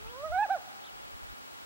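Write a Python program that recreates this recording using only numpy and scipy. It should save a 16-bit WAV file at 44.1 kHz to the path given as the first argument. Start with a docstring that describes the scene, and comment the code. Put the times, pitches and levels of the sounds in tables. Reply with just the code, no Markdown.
"""A swan honks across a reedy pond: a long rising whoop that cracks upward, then a short arched note.
Its voice is five clean partials riding one pitch curve, a little to the right, and the banks echo it.
Underneath, the air hisses, light wind bumps a mid-side camera microphone, and a thin whine throbs
at the top of hearing. Small birds chirp far off in short, raspy whistles."""
import sys
import numpy as np
from scipy import signal
from scipy.fft import rfft, irfft
from scipy.io import wavfile
from scipy.ndimage import uniform_filter1d

SR = 44100
rng = np.random.default_rng(int(sys.argv[2]) if len(sys.argv) > 2 else 0)


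def master(y):
    """Save y as 16-bit WAV."""
    cut = np.clip(np.atleast_2d(y).T, -1, 1)
    pcm = np.round(cut * 32767)  # scale
    wavfile.write(sys.argv[1], SR, pcm.astype(np.int16))


N = 72765


def undb(db):
    """Gain of a level in dB."""
    return 10 ** (np.asarray(db) / 20)


def level(x, db):
    """Set a layer to an rms level."""
    return x * undb(db) / np.sqrt(np.mean(x ** 2))


def drift(rate_hz):
    """Smooth random modulator with a spread near 1."""
    hold = int(SR / rate_hz)
    steps = np.repeat(rng.standard_normal(N // hold + 1), hold)
    return 1.52 * uniform_filter1d(uniform_filter1d(steps, hold), hold)[:N]


PITCH_WOBBLE, SHIMMER_DB = 0.0034, 1.22
# the long whoop: t/s, f/Hz, fundamental level/dB, octave level/dB, third partial level/dB
WHOOP_NOTE = [(0.0, 407, -60, -87, -77), (0.018, 428.7, -63, -72, -74), (0.066, 445, -57.5, -58, -57.5),
              (0.116, 486, -56, -64, -80), (0.144, 495, -52.5, -54, -67), (0.226, 593.4, -43.5, -47.5, -69),
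              (0.242, 621, -37, -47.5, -91), (0.244, 629, -40, -40.5, -73), (0.26, 642, -38.5, -42.5, -56),
              (0.28, 630, -42.5, -44, -62), (0.296, 602, -45, -54, -90), (0.3, 609, -43, -53, -94),
              (0.314, 610.6, -39.5, -57, -78), (0.324, 684, -32, -35, -55), (0.334, 726.7, -32, -37.5, -66),
              (0.35, 733, -30.5, -37, -48.5), (0.37, 743.4, -25, -42, -55), (0.392, 806, -25.5, -37, -54),
              (0.42, 842, -25, -39, -57.5), (0.434, 883, -23, -40, -46), (0.446, 828, -33.5, -38, -49),
              (0.454, 789.4, -30, -45.5, -77), (0.46, 725.4, -37.5, -62, -65), (0.464, 647, -39, -60, -79),
              (0.466, 627, -54, -55, -50), (0.472, 563.0, -81, -61, -49)]
# the short arched note: t/s, f/Hz, fundamental level/dB, octave level/dB, third partial level/dB
ARCHED_NOTE = [(.478, 448.7, -64, -88, -85), (0.493, 590.2, -45, -47.5, -80), (.499, 691, -38, -49.5, -57),
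               (.506, 754.5, -26, -36, -58), (0.523, 801, -27.5, -44, -60), (.535, 768, -28, -40.5, -54.5),
               (.552, 713.6, -30, -38, -63.5), (.562, 640.4, -33.5, -59, -66), (.576, 545, -48.5, -50, -53),
               (.595, 420, -60.5, -80, -84)]
# throat colour on partials 4 and 5: f/Hz, level/dB relative to the fundamental
THROAT_EQ = [(2600, -50), (2900, -35), (3200, -48), (3520, -36), (3700, -44), (3950, -32), (4150, -50)]


def swan(t):
    """Two gliding honks, their top partials coloured by the throat; returns fundamental and overtones."""
    fundamental, overtones = np.zeros((2, N))
    for note in (WHOOP_NOTE, ARCHED_NOTE):
        times, *curves = np.array(note).T
        pitch, db, octave_db, third_db = (uniform_filter1d(np.interp(t, times, c), 180) for c in curves)
        phase = 2 * np.pi * np.cumsum(pitch * (1 + PITCH_WOBBLE * drift(60.24))) / SR
        attack = np.clip((t - times[0]) / 0.0018, 0, 1)
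        release = np.clip((times[-1] - t) / 0.0054, 0, 1)
        gate = np.sqrt(2) * attack * release
        body = undb(db + SHIMMER_DB * drift(70.16))
        octave = undb(octave_db + SHIMMER_DB * drift(68.4)) * np.cos(2 * phase + np.pi / 5)
        third = undb(third_db) * np.sin(3 * phase)
        edge = sum(undb(np.interp(k * pitch, *np.array(THROAT_EQ).T)) * np.sin(k * phase) for k in (4, 5))
        fundamental -= gate * body * np.sin(phase)
        overtones += gate * (body * edge + third - octave)
    return fundamental, overtones


AIR_TOP_HZ, SWELL_DB, LOW_FLICKER_DB = 15200, .3, 1.2
# tone of the air ahead, with far waterfowl murmuring in bands near 800 and 1300 Hz: f/Hz, relative level/dB
AIR_AHEAD_EQ = [(59, -22), (100, -15.5), (200, -10.5), (410, -11.5), (520, -13), (800, -5.5), (1050, -7.5),
                (1300, -4.5), (1600, -10), (1900, -13), (2500, -10.5), (3500, -12), (5900, -17),
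                (15000, -24)]
# tone of the air at the sides: f/Hz, relative level/dB
AIR_SIDES_EQ = [(59, -27), (100, -13.5), (184, -16.5), (222, -13), (274, -12.5), (304, -14), (1260, -13),
                (1370, -13.5), (15000, -38)]


def air(eq, db):
    """A bed of hiss in half-octave bands that swell together and flicker alone, the lows most."""
    hz = np.maximum(np.fft.rfftfreq(N, 1 / SR), 1)
    eq_hz, eq_db = np.array(eq).T
    colour = undb(np.interp(np.log(hz), np.log(eq_hz), eq_db)) * (hz < AIR_TOP_HZ)
    spectrum = rfft(rng.standard_normal(N)) * colour
    swell_db = SWELL_DB * drift(0.5)
    hiss = np.zeros(N)
    for k in range(-2, 17):
        band = np.clip(1 - abs(2 * np.log2(hz / 80) - k), 0, 1)
        flicker_db = LOW_FLICKER_DB * drift(12.55) / (1 + max(k, 0) / 6)
        hiss += irfft(spectrum * band, N) * undb(swell_db + flicker_db)
    return level(hiss, db)


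RUMBLE_BAND_HZ, BUMP_DB = (35.9, 78.9), 2.5
# gusts on the microphone: t/s, mid level/dB, side level/dB relative to mid
WIND_GUSTS = [(0.0, -58, 11), (0.09, -58, 13), (0.132, -68, 8), (0.298, -66, 19), (0.32, -55.5, 15),
              (0.45, -70.5, 12), (0.472, -74, 6), (0.51, -71, 6), (0.574, -80, 13), (0.624, -73.5, 13),
              (0.762, -83, 17), (0.982, -72, 11), (1.112, -73, 14), (1.144, -64.5, 20), (1.204, -85, 22),
              (1.24, -59.5, 17), (1.272, -79, 18), (1.322, -55, 13), (1.368, -86, 13), (1.4, -59, 8),
              (1.488, -80, 6), (1.524, -68, 10), (1.594, -85, 16), (1.65, -71, 20)]


def wind(t):
    """Wind buffets the capsules into a low, lumpy rumble, heavier on the side one; returns mid and side."""
    times, mid_db, side_db = np.array(WIND_GUSTS).T
    lows = signal.butter(2, RUMBLE_BAND_HZ, "bandpass", fs=SR, output="sos")
    buffets = [rng.standard_normal(N) * undb(BUMP_DB * drift(25)) for _ in range(2)]
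    mid, side = (level(signal.sosfilt(lows, buffet), 0) for buffet in buffets)
    side *= undb(np.interp(t, times, side_db))
    return undb(np.interp(t, times, mid_db)) * np.array([mid, side])


WHINE_HZ, THROB_HZ, THROB_PEAK_S, THROB_DEPTH = 15733.7, 14.2, .118, .8


def high_whine(t):
    """A thin, throbbing whine at the top of hearing, with a fainter steady tone an octave down."""
    throb = 1 - THROB_DEPTH + THROB_DEPTH * abs(np.cos(np.pi * THROB_HZ * (t - THROB_PEAK_S)))
    whine = level(throb * np.sin(2 * np.pi * WHINE_HZ * t), db=-66)
    return whine + level(np.sin(np.pi * WHINE_HZ * t), db=-80)


NEAR_T60_S, FAR_T60_S, ECHO_BLOOM_S = .5, 2.35, .04


def bank_echo(call, t):
    """Near reeds scatter a short tail, far banks a long, quieter one; returns mid and side."""
    near = np.exp(-np.log(1000) * t / NEAR_T60_S)
    far = undb(-10) * np.exp(-np.log(1000) * t / FAR_T60_S)
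    envelope = (near + far) * np.clip(t / ECHO_BLOOM_S, 0, 1) ** 2
    tails = rng.standard_normal((2, N)) * envelope / np.sqrt(np.sum(near ** 2))
    return signal.fftconvolve(call[None], tails, axes=1)[:, :N] * undb([[-21], [-25]])


RASP_HZ = 600
# far chirps: onset t/s, length/s, start f/Hz, bend f/Hz, end f/Hz, bend point/share of length, level/dB
BIRD_CHIRPS = [(.06, .06, 2300, 2750, 3600, .45, -59), (.83, .026, 2650, 3350, 4300, .5, -55.5),
               (.853, .05, 3800, 3150, 2800, .45, -57.5), (.848, .052, 4500, 3700, 3500, .35, -61),
               (.852, .03, 1500, 1250, 1600, .5, -56.5), (1.275, .04, 2600, 3850, 3500, .4, -67.5)]


def far_birds(t):
    """Short bent whistles, roughened by a fast flutter in level and phase."""
    chirps = np.zeros(N)
    for onset, length, start_hz, bend_hz, end_hz, bend_at, db in BIRD_CHIRPS:
        progress = (t - onset) / length
        pitch = np.interp(progress, [0, bend_at, 1], [start_hz, bend_hz, end_hz])
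        phase = 2 * np.pi * np.cumsum(pitch) / SR
        fade = np.clip(np.minimum(progress, 1 - progress) * 6, 0, 1)
        whistle = (1 + .5 * drift(RASP_HZ)) * np.sin(phase) + .5 * drift(RASP_HZ) * np.cos(phase)
        chirps += undb(db) * fade * whistle
    return chirps


def scene():
    """Mix the pond in mid and side, then decode to left and right."""
    t = np.arange(N) / SR
    fundamental, overtones = swan(t)
    call = fundamental + overtones
    mid, side = bank_echo(call, t) + wind(t)
    mid += call + far_birds(t) + air(AIR_AHEAD_EQ, db=-57.5) + high_whine(t)
    side += air(AIR_SIDES_EQ, db=-46.5)
    side -= undb(-11.5) * fundamental + undb(-7) * overtones  # pans the swan right, overtones furthest
    return np.array([mid + side, mid - side])


def record(dry):
    """The camera's steep high cut at 16.3 kHz."""
    return signal.sosfilt(signal.ellip(10, .2, 70, 16300, fs=SR, output="sos"), dry)


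dry = scene()
out = record(dry)
master(out)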